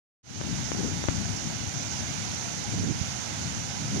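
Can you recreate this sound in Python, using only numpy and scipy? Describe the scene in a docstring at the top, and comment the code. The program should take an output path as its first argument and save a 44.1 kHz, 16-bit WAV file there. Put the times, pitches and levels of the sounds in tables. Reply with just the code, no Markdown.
"""Beside a mountain stream, the water off to the right of a hand-held microphone pair. It rushes over rocks in
a dense hiss of spray, with air bubbles ringing in it and a few larger plops. Right at the microphones, wind
rumbles on each port separately and buffets both in short dull thumps, and handling pops the left port. The
recorder fades in after about a quarter of a second."""
import sys
import numpy as np
from scipy import signal
from scipy.fft import rfft, irfft
from scipy.io import wavfile

SR = 44100
rng = np.random.default_rng(int(sys.argv[2]) if len(sys.argv) > 2 else 0)


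def persist_wave(psi):
    """Save psi, clipped to +-1, as 16-bit WAV."""
    counts = np.round(np.clip(psi, -1, 1) * 32767).astype(np.int16)
    wavfile.write(sys.argv[1], SR, np.atleast_2d(counts).T)


N = 176400

# swell of the stream: (time [s], level [dB])
STREAM_LEVEL = [(.3, 2.5), (.6, -.5), (1.1, 0), (1.7, -0.44), (2.0, 0.5), (2.7, 0.5), (2.87, -1),
                (3.05, 0.8), (3.45, 0.2), (3.65, -0.7), (4, 1)]
# tone of the stream at each port: (frequency [Hz], gain [dB])
LEFT_TONE = [(30, -46), (120, -69), (260, -28.5), (450, -35.5), (700, -34), (950, -37.5), (1500, -37),
             (2400, -37.5), (3200, -39), (4200, -40), (5400, -44), (6400, -41.5), (7900, -46),
             (9000, -45.5), (10500, -56.5), (13500, -78), (14800, -60), (16000, -70)]
RIGHT_TONE = [(30, -44), (110, -26), (260, -22), (450, -29), (650, -32), (850, -27), (1250, -31.5),
              (1900, -29.5), (3300, -31), (4600, -29.5), (5300, -27), (5900, -23.5), (6550, -22),
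              (7200, -31), (8000, -41.5), (9800, -44), (10800, -46.5), (12200, -57), (13700, -61),
              (14900, -50.5), (16000, -62)]
# part of the stream that both ports hear alike: (frequency [Hz], share of power [0-1])
SHARED_POWER = [(100, 0.75), (650, .85), (1200, 0.72), (2000, 0.34), (3500, 0.38), (5500, 0.12),
                (8000, 0.38), (14000, 0.3)]
# single large bubbles: (time [s], starting pitch [Hz], level [dB])
LARGE_BUBBLES = [(1.49, 860, -42), (2.075, 2100, -34.5), (2.642, 808, -29.5)]
# wind rumble on each port: (time [s], level [dB])
LEFT_WIND_LEVEL = [(.25, -30.5), (.5, -26.5), (.66, -34.5), (.78, -26.5), (.86, -28), (.96, -28),
                   (1.06, -32.5), (1.11, -27), (1.33, -32), (1.9, -33.5), (2.45, -36), (2.69, -33.5),
                   (2.74, -31), (2.85, -31.5), (2.92, -33.5), (3.25, -41), (3.47, -30), (3.75, -38),
                   (3.97, -28.5)]
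RIGHT_WIND_LEVEL = [(.25, -39.5), (1.4, -50), (2.3, -54), (2.71, -49), (2.78, -25.5), (2.83, -29.5),
                    (2.865, -26.5), (2.91, -22.5), (2.935, -38), (3.1, -38.5), (3.25, -40.5), (3.36, -40),
                    (3.46, -39), (3.7, -45), (3.81, -30.5), (3.86, -37.5), (3.92, -31.5), (4, -28)]
# tone of a steady breeze, and of the small eddies in gusts: (frequency [Hz], relative level [dB])
RUMBLE_TONE = [(20, -30), (43, -16), (65, -5.5), (108, 2), (160, -1), (220, -5.5), (320, -15.5), (450, -31),
               (900, -38), (3000, -75)]
EDDY_TONE = [(30, -54), (170, -5), (270, 4), (360, -3.5), (500, -14), (800, -28.5), (2500, -61)]
# puffs of eddies on the left port: (time [s], level [dB], half-width [s])
LEFT_PUFFS = [(0.8, -27, 0.012), (0.848, -21, 0.013), (0.886, -28, 0.0058), (2.739, -23, 0.008),
              (2.841, -25, 0.011), (3.96, -32.5, 0.044)]
# handling pops on the left port: (time [s], unfiltered peak [dB])
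HANDLING_POPS = [(0.4084, -16), (.4136, -9.5), (0.4367, -18), (0.718, -9.5), (0.7476, -18), (1.0405, -11.5),
                 (1.0856, -5), (1.089, -10)]
# dull wind buffets on the ports: (time [s], unfiltered peak [dB], half-width [s], port [0 left, 1 right])
WIND_BUFFETS = [(1.087, -9, 0.0039, 0), (1.097, -16, 0.0028, 0), (1.1168, -34, 0.0026, 0),
                (2.9093, -21, 0.0025, 1), (3.014, -10, 0.0019, 1)]

LEFT_LAG_S = 0.00135  # the water's sound reaches the left port later
CHURN_DB, CHURN_HZ, SURGE_DB, SURGE_HZ = 1.22, 16.5, 0.16, 4  # flicker per band; swell of the whole
BUBBLES_PER_S, BUBBLE_CYCLES, BUBBLE_SPREAD_DB, BUBBLE_DB = 900, 38, 4.5, -18
BUBBLE_LOW_HZ, BUBBLE_HIGH_HZ = 570, 5280
PLOP_T60_S, PLOP_ATTACK_S, PLOP_LEFT_DB, PLOP_RISE_PER_S = 0.11, 0.0054, -6, 1.2
EDDY_DB, GUST_DB, EDDY_GROWTH = -27, -21.5, 1.94  # eddy level in a gust of GUST_DB; dB per dB of wind
LUMP_DB, LUMP_HZ = 1.0, 35
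POP_DECAY_S, PORT_LOW_HZ, HANDLING_TOP_HZ = 0.0011, 85, 3780
START_S, FADE_S, FADE_POWER = 0.23, 0.33, 0.98
SUBSONIC_HZ, CUTOFF_HZ = 36, 15900


def stream():
    """Spray and bubbles reach the right port first; scattered sound differs at each port."""
    water = spray() + from_db(BUBBLE_DB) * bubbles()
    share = per_bin(SHARED_POWER)
    ports = []
    for lag, tone in ((LEFT_LAG_S, LEFT_TONE), (0, RIGHT_TONE)):
        direct = shaped(np.roll(water, round(lag * SR)), np.sqrt(share))
        scattered = shaped(spray(), np.sqrt(1 - share))
        ports.append(shaped(direct + scattered, from_db(per_bin(tone))))
    return np.array(ports) * from_db(in_time(STREAM_LEVEL) + SURGE_DB * drift(SURGE_HZ))


def spray():
    """Water breaking over rocks: a white rush whose bands churn, each on its own."""
    white = rfft(rng.standard_normal(N))
    edges = np.r_[0, np.geomspace(300, 14000, 22) * N / SR, len(white)].astype(int)
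    bins, rush = np.arange(len(white)), np.zeros(N)
    for low, high in zip(edges, edges[1:]):
        band = irfft(white * ((bins >= low) & (bins < high)), N)
        rush += band * from_db(CHURN_DB * drift(CHURN_HZ))
    return rms_one(rush)


def bubbles(count=3600):
    """Air pockets of many sizes ring briefly, rising a little in pitch."""
    out = np.zeros(N + SR)
    draws = rng.random((count, 4))
    gaps = -np.log(1 - draws[:, 0]) / BUBBLES_PER_S
    starts = (np.cumsum(gaps) * SR % N).astype(int)
    for start, (_, pitch, strength, sign) in zip(starts, draws):
        hz = BUBBLE_LOW_HZ * (BUBBLE_HIGH_HZ / BUBBLE_LOW_HZ) ** pitch
        life = np.linspace(0, 1, int(SR * BUBBLE_CYCLES / hz))
        db = BUBBLE_SPREAD_DB * min(-np.log(1 - strength), 5) - 60 * life
        phase = 2 * np.pi * BUBBLE_CYCLES * life * (1 + 0.063 * life)
        out[start:start + len(life)] += np.sign(sign - .5) * np.sqrt(hz) * from_db(db) * np.sin(phase)
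    return rms_one(out[:N])


def plops():
    """Large air pockets ring clear of the rush, off to the right, rising in pitch."""
    t, right = np.arange(N) / SR, np.zeros(N)
    for start, hz, db in LARGE_BUBBLES:
        age = np.clip(t - start, 0, 1)
        envelope = from_db(db - 60 * age / PLOP_T60_S) * (1 - np.exp(-age / PLOP_ATTACK_S))
        right += envelope * np.sin(2 * np.pi * hz * age * (1 + PLOP_RISE_PER_S * age / 2))
    left = from_db(PLOP_LEFT_DB) * np.roll(right, round(LEFT_LAG_S * SR))
    return np.array([left, right])


def wind(levels, puffs=()):
    """Lumpy rumble on one port; small eddies come in puffs and outgrow the rumble as a gust builds."""
    db = in_time(levels) + LUMP_DB * drift(LUMP_HZ)
    rumble = noise(from_db(per_bin(RUMBLE_TONE)))
    eddies = noise(from_db(per_bin(EDDY_TONE)))
    gusting = from_db(EDDY_DB + EDDY_GROWTH * (db - GUST_DB))
    puffing = sum(pulse(*puff) for puff in puffs)
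    return from_db(db) * rumble + (gusting + puffing) * eddies


def handling():
    """Sudden handling steps that leak away, and soft pushes of wind buffets, through the bass cut of the ports."""
    t, pressure = np.arange(N) / SR, np.zeros((2, N))
    for start, db in HANDLING_POPS:
        leak = np.exp(-np.minimum(abs(t - start) / POP_DECAY_S, 20))
        pressure[0] += from_db(db) * (t >= start) * leak
    for centre, db, half_width, port in WIND_BUFFETS:
        pressure[int(port)] += pulse(centre, db, half_width)
    dulled = signal.sosfilt(signal.butter(2, HANDLING_TOP_HZ, fs=SR, output="sos"), pressure)
    return signal.sosfilt(signal.butter(2, PORT_LOW_HZ, "high", fs=SR, output="sos"), dulled)


def from_db(db):
    """Decibels to gain."""
    return 10 ** (np.asarray(db) / 20)


def rms_one(x):
    """Scale to rms 1."""
    return x / np.sqrt(np.mean(x ** 2) + 1e-20)


def in_time(rows):
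    """A control curve at every sample."""
    return np.interp(np.arange(N) / SR, *np.transpose(rows))


def per_bin(points):
    """A table over log frequency at every spectral bin."""
    hz, value = np.transpose(points)
    bin_hz = np.maximum(np.arange(N // 2 + 1) * SR / N, 1)
    return np.interp(np.log(bin_hz), np.log(hz), value)


def shaped(x, gain):
    """Filter by a gain for each bin."""
    return irfft(rfft(x) * gain, N)


def noise(gain):
    """Noise of rms 1, coloured by a gain for each bin."""
    return rms_one(shaped(rng.standard_normal(N), gain))


def drift(corner_hz):
    """Random wander of rms 1, mostly slower than corner_hz."""
    hz = np.arange(N // 2 + 1) * SR / N
    return noise(1 / (1 + (hz / corner_hz) ** 2))


def pulse(centre, db, half_width):
    """A bell-shaped swell in time."""
    offset = (np.arange(N) / SR - centre) / half_width
    return from_db(db) * np.exp(-np.minimum(offset ** 2, 20))


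def scene():
    """The stream off to the right; wind and handling at the microphones themselves."""
    water = stream() + plops()
    buffeting = np.array([wind(LEFT_WIND_LEVEL, LEFT_PUFFS), wind(RIGHT_WIND_LEVEL)])
    return water + buffeting + handling()


def record(dry):
    """The recorder fades in, and cuts the deepest bass and the top."""
    fade = np.clip((np.arange(N) / SR - START_S) / FADE_S, 0, 1) ** FADE_POWER
    bass_cut = signal.butter(2, SUBSONIC_HZ, "high", fs=SR, output="sos")
    top_cut = signal.cheby2(18, 70, CUTOFF_HZ, fs=SR, output="sos")
    return signal.sosfilt(top_cut, signal.sosfilt(bass_cut, dry * fade + 1e-18))


dry = scene()
out = record(dry)
persist_wave(out)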